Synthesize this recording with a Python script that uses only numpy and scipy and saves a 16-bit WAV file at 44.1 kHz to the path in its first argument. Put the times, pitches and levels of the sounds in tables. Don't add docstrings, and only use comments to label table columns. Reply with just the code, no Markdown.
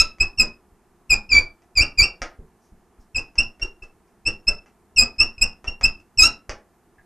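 import sys
import numpy as np
from scipy import signal
from scipy.fft import rfft, irfft, next_fast_len
from scipy.io import wavfile
from scipy.ndimage import uniform_filter1d

SR = 44100
rng = np.random.default_rng(int(sys.argv[2]) if len(sys.argv) > 2 else 0)


def generate_wav(sig):
    pcm = np.round(np.clip(np.atleast_2d(sig).T, -1, 1) * 32767).astype(np.int16)
    wavfile.write(sys.argv[1], SR, pcm)


def volts_from_decibels(level):
    exponent = np.asarray(level, float) / 20
    return 10 ** exponent


N = 310905


def evened(x):
    return x / np.sqrt(np.mean(x ** 2) + 1e-20)


def read(points, hz):
    f, value = np.transpose(points)
    return np.interp(np.log(hz + 1), np.log(f + 1), value)


def add(mix, s, sound):
    part = mix[round(s * SR):][:len(sound)]
    part += sound[:len(part)]


def filtered(x, points):
    size = next_fast_len(N + 4096)
    hz = np.fft.rfftfreq(size, 1 / SR)
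    return irfft(rfft(x, size) * volts_from_decibels(read(points, hz)), size)[..., :N]


def coloured(points, size):
    hz = np.fft.rfftfreq(size, 1 / SR)
    return evened(irfft(rfft(rng.standard_normal(size)) * volts_from_decibels(read(points, hz)), size))


def drift(size, hz):
    return coloured([(hz, 0), (4 * hz, -50), (20 * hz, -100)], N)[:size]


def slip_rate(t, length, land_hz, dive, low_hz, climb, lift_hz):
    digging = np.maximum(1 - t / dive, 0) ** 1.6
    rising = np.clip(1.2 * (1 - (length - t) / climb), 0, 1)
    lifting = np.sin(np.pi / 2 * rising) ** 2
    return low_hz + (land_hz - low_hz) * digging + (lift_hz - low_hz) * lifting


def partial(phase, db, fuzz, flutter_db=3.0):
    size = len(phase)
    level = volts_from_decibels(db + flutter_db * drift(size, 84)) * (1 + fuzz * drift(size, 450))
    return level * np.sqrt(2) * np.cos(phase + 2 * np.pi * rng.random())


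# (t/s, half-length/s, level/dB)
UNSTEADY_SPELLS = [
    (0.017, .014, -25.5),
    (0.404, 0.013, -44.5),
    (1.355, 0.017, -38),
    (1.785, .012, -45),
    (1.822, .012, -49.5),
    (2.011, 0.013, -44.5),
    (5.0, .02, -57.5),
    (6.238, 0.012, -19),
    (6.263, .012, -31),
    (6.213, .015, -39),
]


def unsteadiness(t):
    return sum(volts_from_decibels(db) * np.exp(-((t - s) / half) ** 2) for s, half, db in UNSTEADY_SPELLS)


# (f/Hz, level/dB per Hz)
GRIT_COLOUR = [(100, -11.5), (250, -3), (660, -11.5), (1400, -11.5), (2100, -19), (3600, -30.5),
               (5500, -17), (8000, -28), (11800, -35.5), (12400, -73.5)]
# (f/Hz, level/dB per Hz)
CRUMBLE_COLOUR = [(4500, -19.5), (7000, -1.5), (10500, -1.5), (12300, -8.5), (13000, -40.5)]


def scrape(along, pressure, spells, swell_db, grit_db=-27, hiss_db=-20.5):
    size = len(along)
    grit = volts_from_decibels(grit_db) * pressure * coloured(GRIT_COLOUR, 8192)[:size]
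    grit *= 0.2 + along
    return grit + volts_from_decibels(hiss_db + swell_db) * spells * coloured(CRUMBLE_COLOUR, 8192)[:size]


# (start t/s, length t/s, rise t/s, pressure level/dB, fade level/dB)
STROKE_PRESSURES = [(0.0, 0.025, .004, -14, -8.5), (0.198, .04, 0.012, -10.5, -13),
                    (0.374, .065, .034, -12, -13), (1.093, .053, 0.016, -14.5, -0.5),
                    (1.29, .108, 0.043, -12, -3), (1.752, .086, 0.031, -13.5, -6),
                    (1.973, .08, 0.022, -12.5, -8), (3.144, 0.057, .026, -16, -19),
                    (3.377, .038, .013, -12.5, -14), (3.612, .03, 0.015, -23.5, -4.5),
                    (3.818, .028, 0.01, -39.5, -6.5), (4.251, .043, .022, -16, -8),
                    (4.468, .031, .02, -11, -9), (4.655, .035, .013, -66.5, 2),
                    (4.96, .08, .028, -12, -7.5), (5.181, .058, 0.028, -14.5, -11),
                    (5.378, 0.056, .004, -39, -20), (5.41, .036, .01, -15.5, -5.5),
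                    (5.669, .024, 0.013, -22, -13), (5.828, .039, 0.013, -14, -6),
                    (5.996, .012, .005, -49, -12.5), (6.173, .107, .022, -14, -6.5)]
# (landing f/Hz, dive t/s, full-pressure f/Hz, climb t/s, lifting f/Hz)
STROKE_GLIDES = [(2530, .003, 2530, .028, 2670), (2540, .008, 2525, .032, 2610),
                 (2780, .044, 2510, .014, 2590), (2720, .032, 2450, .01, 2620),
                 (2690, .056, 2315, .016, 2420), (2590, .046, 2320, .04, 2750),
                 (2530, .036, 2310, .042, 2760), (2700, .028, 2510, .03, 2720),
                 (2640, .008, 2620, .03, 2790), (2740, .005, 2735, .025, 2780),
                 (2650, .01, 2640, .01, 2640), (2590, .004, 2585, .038, 2730),
                 (2560, .003, 2555, .028, 2670), (2670, .01, 2660, .01, 2670),
                 (2860, .038, 2485, .04, 2550), (2600, .012, 2580, .046, 2730),
                 (2600, .01, 2580, .01, 2570), (2570, .012, 2520, .026, 2760),
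                 (2740, .005, 2730, .015, 2770), (2570, .01, 2530, .028, 2710),
                 (2670, .005, 2660, .005, 2670), (2760, .034, 2520, .068, 2770)]
# (second partial level/dB, third partial level/dB)
STROKE_BITES = [(1, 1.5), (-6, -4), (2, 2.5), (-2, 3.5), (-5.5, -9), (-2, -1.5), (0, 0), (-6.5, -3),
                (-3.5, -5.5), (0.5, -9), (-8, -7), (-1.5, -4), (1.5, -3), (-15.5, -15), (1, 3), (2.5, -1.5),
                (-4.5, -4), (1, 8), (-5.5, -13), (1, 1.5), (-7, -13), (3.5, 5)]
# (f/Hz, level/dB)
BOARD_RADIATION = [(2300, -2.94), (2550, -2), (2800, 0), (4600, 1), (5100, -1.5), (5600, -1), (7000, 1.1),
                   (8400, -3.5)]
# (multiple of the slip rate, level/dB from the third)
UPPER_PARTIALS = [(4, -16.5), (5, -22), (6, -37.5)]
# (multiple of half the slip rate, level/dB)
HALF_PARTIALS = [(1, -4), (3, -6), (5, 0.5), (7, -19), (9, -23)]


def squeak(start, length, rise, db, fade_db, land_hz, dive, low_hz, climb, lift_hz, bite_db, edge_bite_db,
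           waver_hz=10, fuzz_db=-30, spell_fuzz_db=-4, steady_db=-45.5):
    t = np.arange(0, length, 1 / SR)
    along = t / length
    slip_hz = slip_rate(t, length, land_hz, dive, low_hz, climb, lift_hz)
    turn = 2 * np.pi * np.cumsum(slip_hz + waver_hz * drift(len(t), 100)) / SR

    swell_db = -34 * np.maximum(1 - t / rise, 0) ** 1.6 * (start > 0)
    press_db = db + swell_db + fade_db * np.maximum((t - rise) / (length - rise), 0)
    first_db = press_db + read(BOARD_RADIATION, slip_hz)
    second_db = press_db + 2 + bite_db - 5 * along + read(BOARD_RADIATION, 2 * slip_hz)
    third_db = press_db - 9 + edge_bite_db - 3.5 * along + read(BOARD_RADIATION, 3 * slip_hz)
    third_db += 0.3 * (press_db + 12)
    edge_db = third_db + 0.3 * (third_db + 28)
    levels = [(1, first_db), (2, second_db), (3, third_db)]
    levels += [(k, edge_db + upper_db) for k, upper_db in UPPER_PARTIALS]

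    spells = unsteadiness(start + t)
    fuzz = volts_from_decibels(fuzz_db) + volts_from_decibels(spell_fuzz_db) * spells
    half_db = 20 * np.log10(volts_from_decibels(press_db + steady_db) + spells * volts_from_decibels(swell_db))
    tone = sum(partial(k * turn, level_db, k ** 1.1 * fuzz) for k, level_db in levels)
    tone += sum(partial(k / 2 * turn, half_db + line_db, 0.1 + 0.04 * k) for k, line_db in HALF_PARTIALS)

    pressure = np.sqrt(volts_from_decibels(first_db) ** 2 + volts_from_decibels(second_db) ** 2) ** 0.57
    grit = scrape(along, pressure, spells, swell_db)
    landing = np.minimum((t + (start == 0)) / 0.003, 1) ** 2
    contact = np.minimum((length - t) / 0.004, 1) * landing
    return tone * contact, grit * contact


# (t/s, peak level/dB, treble share level/dB)
LANDINGS = [(0.184, -39.5, -14), (1.62, -51.5, -16), (2.218, -14, -14), (3.355, -35, -17),
            (3.597, -36, -19.5), (4.076, -58, -14.5), (4.66, -43, -25.5), (5.161, -50.5, -17.5),
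            (5.643, -27, -27), (5.811, -22.5, -25.5), (6.494, -16.5, -13)]
# (f/Hz, level/dB per Hz)
LANDING_COLOUR = [(100, -18), (250, -4.5), (900, -4.5), (2400, -3.5), (4000, -25), (5800, -14.5),
                  (7500, -24.5), (10000, -35.5), (12500, -60.5)]


def tap(peak_db, treble_db):
    t = np.arange(4096) / SR
    crumbs = rng.standard_normal(4096) * volts_from_decibels(-60 * t / 0.063)
    crumbs[40] += 13
    hz = np.fft.rfftfreq(4096, 1 / SR)
    bright = volts_from_decibels(treble_db + read([(3500, -38.5), (4800, 1), (6200, -1.0), (8500, -51)], hz))
    burst = irfft(rfft(crumbs) * (volts_from_decibels(read(LANDING_COLOUR, hz)) + bright), 4096)
    edges = np.minimum(t / 0.00065, 1) * np.cos(t / t[-1] * np.pi / 2) ** 2
    return volts_from_decibels(peak_db + 3) * burst / np.abs(burst).max() * edges


# (t/s, level/dB, f/Hz, t60/s)
HAND_BUMPS = [
    (0.72, -57, 198.7, 0.051),
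    (2.388, -48, 390, 0.135),
    (2.388, -45, 166, 0.14),
    (3.636, -39.5, 350, 0.12),
    (2.72, -50, 201, 0.076),
    (2.893, -55, 195, .06),
    (2.992, -52.5, 200.4, 0.057),
    (6.87, -55.5, 300, 0.05),
    (6.981, -50, 1658, 0.059),
]


def bump(db, hz, t60):
    t = np.arange(8192) / SR
    body = coloured([(hz / 1.2, -22), (hz, 0), (hz * 1.5, -22), (hz * 4, -80)], 8192)
    return volts_from_decibels(db - 60 * t / t60) * (1 - np.exp(-(t / 0.004) ** 2)) * body


# (t/s, length t/s, level/dB, f/Hz, width f/Hz)
HISSING_RUBS = [
    (2.572, 0.16, -73, 5800, 2000),
    (2.986, 0.061, -70.5, 5730, 2535),
]


def rub(length, db, hz, width_hz):
    hiss = coloured([(hz - width_hz, -18), (hz, 0), (hz + width_hz, -14)], round(length * SR))
    return volts_from_decibels(db) * hiss * np.hanning(len(hiss))


# (f/Hz, t60/s)
ROOM_DECAY = [(100, 0.31), (700, .3), (1400, .27), (2500, 0.2), (3900, 0.23), (5000, 0.18), (8000, 0.15),
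              (12000, 0.1)]


def tail():
    echoes = np.zeros(SR // 2)
    at = np.arange(120, len(echoes) - 20, 20) + rng.integers(0, 20, (len(echoes) - 121) // 20)
    echoes[at] = rng.choice([-1., 1.], len(at))
    hz, t, z = signal.stft(echoes, SR, nperseg=256)
    decay = volts_from_decibels(-60 * t / read(ROOM_DECAY, hz)[:, None])
    out = signal.istft(z * decay, SR, nperseg=256)[1]
    return out / np.linalg.norm(out)


def classroom(x, wet_db=-8, side_db=-27.5):
    step = 2 * np.pi * np.arange(N) / SR / 0.89
    feeds = [np.sqrt(2 / 3) * np.cos(step + 2 * np.pi * k / 3) * x for k in range(3)]
    mid = sum(signal.fftconvolve(feed, tail())[:N] for feed in feeds)
    side = signal.fftconvolve(x, tail())[:N]
    side = filtered(side, [(400, -16.0), (5000, -4.5), (9000, 11)])
    return volts_from_decibels(wet_db) * mid + volts_from_decibels(side_db) * np.outer([1, -1], side)


# (f/Hz, level/dB per Hz)
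AIR_COLOUR = [(15, -34.5), (25, -4.5), (141, -10), (203, 4.5), (300, -9), (361, 2), (593, -15.5), (676, -5),
              (1370, -13.5), (3700, -29), (10500, -25.5), (11700, -29.5), (13000, -48.5)]
# (f/Hz, correlation)
AIR_LIKENESS = [(60, 0.73), (400, 0.98), (2400, 0.97), (12000, 0.1)]
# (f/Hz, level/dB)
STEADY_WHINES = [(349.9, -72.5), (1739, -85.5), (6751, -91), (8102, -91.5), (11924, -85), (12075, -95)]


def air(level_db=-61):
    frames, hz = N // 256 + 5, np.fft.rfftfreq(1024, 1 / SR)
    a, b, c, d, patches = rng.standard_normal((frames, 513, 5)).T
    patches = evened(uniform_filter1d(uniform_filter1d(patches, 10, 0), 12, 1))
    same = np.clip(read(AIR_LIKENESS, hz), -1, 1)[:, None]
    left = a + 1j * b
    right = same * left + np.sqrt(1 - same ** 2) * (c + 1j * d)
    z = np.array([left, right]) * volts_from_decibels(read(AIR_COLOUR, hz)[:, None] + 0.5 * patches)
    tone = evened(signal.istft(z, nperseg=1024, noverlap=768)[1][:, :N])
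    t = np.arange(N) / SR
    whine = sum(volts_from_decibels(db + 1.2 * drift(N, 8)) * np.sqrt(2) * np.sin(2 * np.pi * f * t)
                for f, db in STEADY_WHINES)
    return volts_from_decibels(level_db) * tone + whine


def scene():
    tones, noises = np.zeros((2, N))
    for stroke, glide, bite in zip(STROKE_PRESSURES, STROKE_GLIDES, STROKE_BITES):
        tone, grit = squeak(*stroke, *glide, *bite)
        add(tones, stroke[0], tone)
        add(noises, stroke[0], grit)
    for events, sound in [(LANDINGS, tap), (HAND_BUMPS, bump), (HISSING_RUBS, rub)]:
        for s, *shape in events:
            add(noises, s, sound(*shape))
    beamed = filtered(tones, [(5600, -0.5), (7000, -7), (12000, -19)])
    spread = volts_from_decibels(7.5) * noises
    balance = volts_from_decibels(np.array([[-0.25], [0.25]]))
    return volts_from_decibels(0.18) * tones + noises + classroom(beamed + spread) + balance * air()


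def low_pass(x):
    return signal.sosfilt(signal.butter(12, 15700, fs=SR, output="sos"), x)


# (t/s, level/dB)
INPUT_JOLTS = [(0.211, -20.5), (0.725, -44.5), (1.106, -27.5), (1.775, -24.5), (1.81, -10), (1.991, -19),
               (2.021, -11.5), (2.225, -35), (2.394, -29.5), (2.725, -38.5), (2.898, -54.5), (2.993, -36.5),
               (3.39, -29), (3.627, -24.5), (3.832, -39.5), (4.271, -41.5), (4.485, -33), (5.42, -24),
               (5.682, -28), (5.84, -18), (5.86, -19.5), (6.498, -30.5), (6.868, -62.5)]
# (f/Hz, level/dB)
MIC_RESPONSE = [(20, -0.5), (12500, 0), (13900, -2.5), (14700, -24.5), (20000, -31)]


def record(dry, push_db=-6, cut_hz=15.8):
    envelope = np.abs(signal.hilbert(dry.mean(0), next_fast_len(N))[:N])
    slow = signal.filtfilt(*signal.butter(2, 110, fs=SR), envelope)
    sag = volts_from_decibels(push_db) * (np.maximum(slow, 0) + 0.008) ** 0.59
    t = np.arange(N) / SR
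    sag += sum(volts_from_decibels(db) * np.exp(-0.5 * ((t - s) / 0.0026) ** 2) for s, db in INPUT_JOLTS)
    low_cut = signal.butter(4, cut_hz, "high", fs=SR, output="sos")
    x = dry - signal.sosfilt(low_cut, sag - sag[0])
    x = filtered(x, MIC_RESPONSE) * volts_from_decibels(np.array([[-0.2], [0.2]]))
    mix = np.clip(x, -1, 1)
    return low_pass(mix)


dry = scene()
out = record(dry)
generate_wav(out)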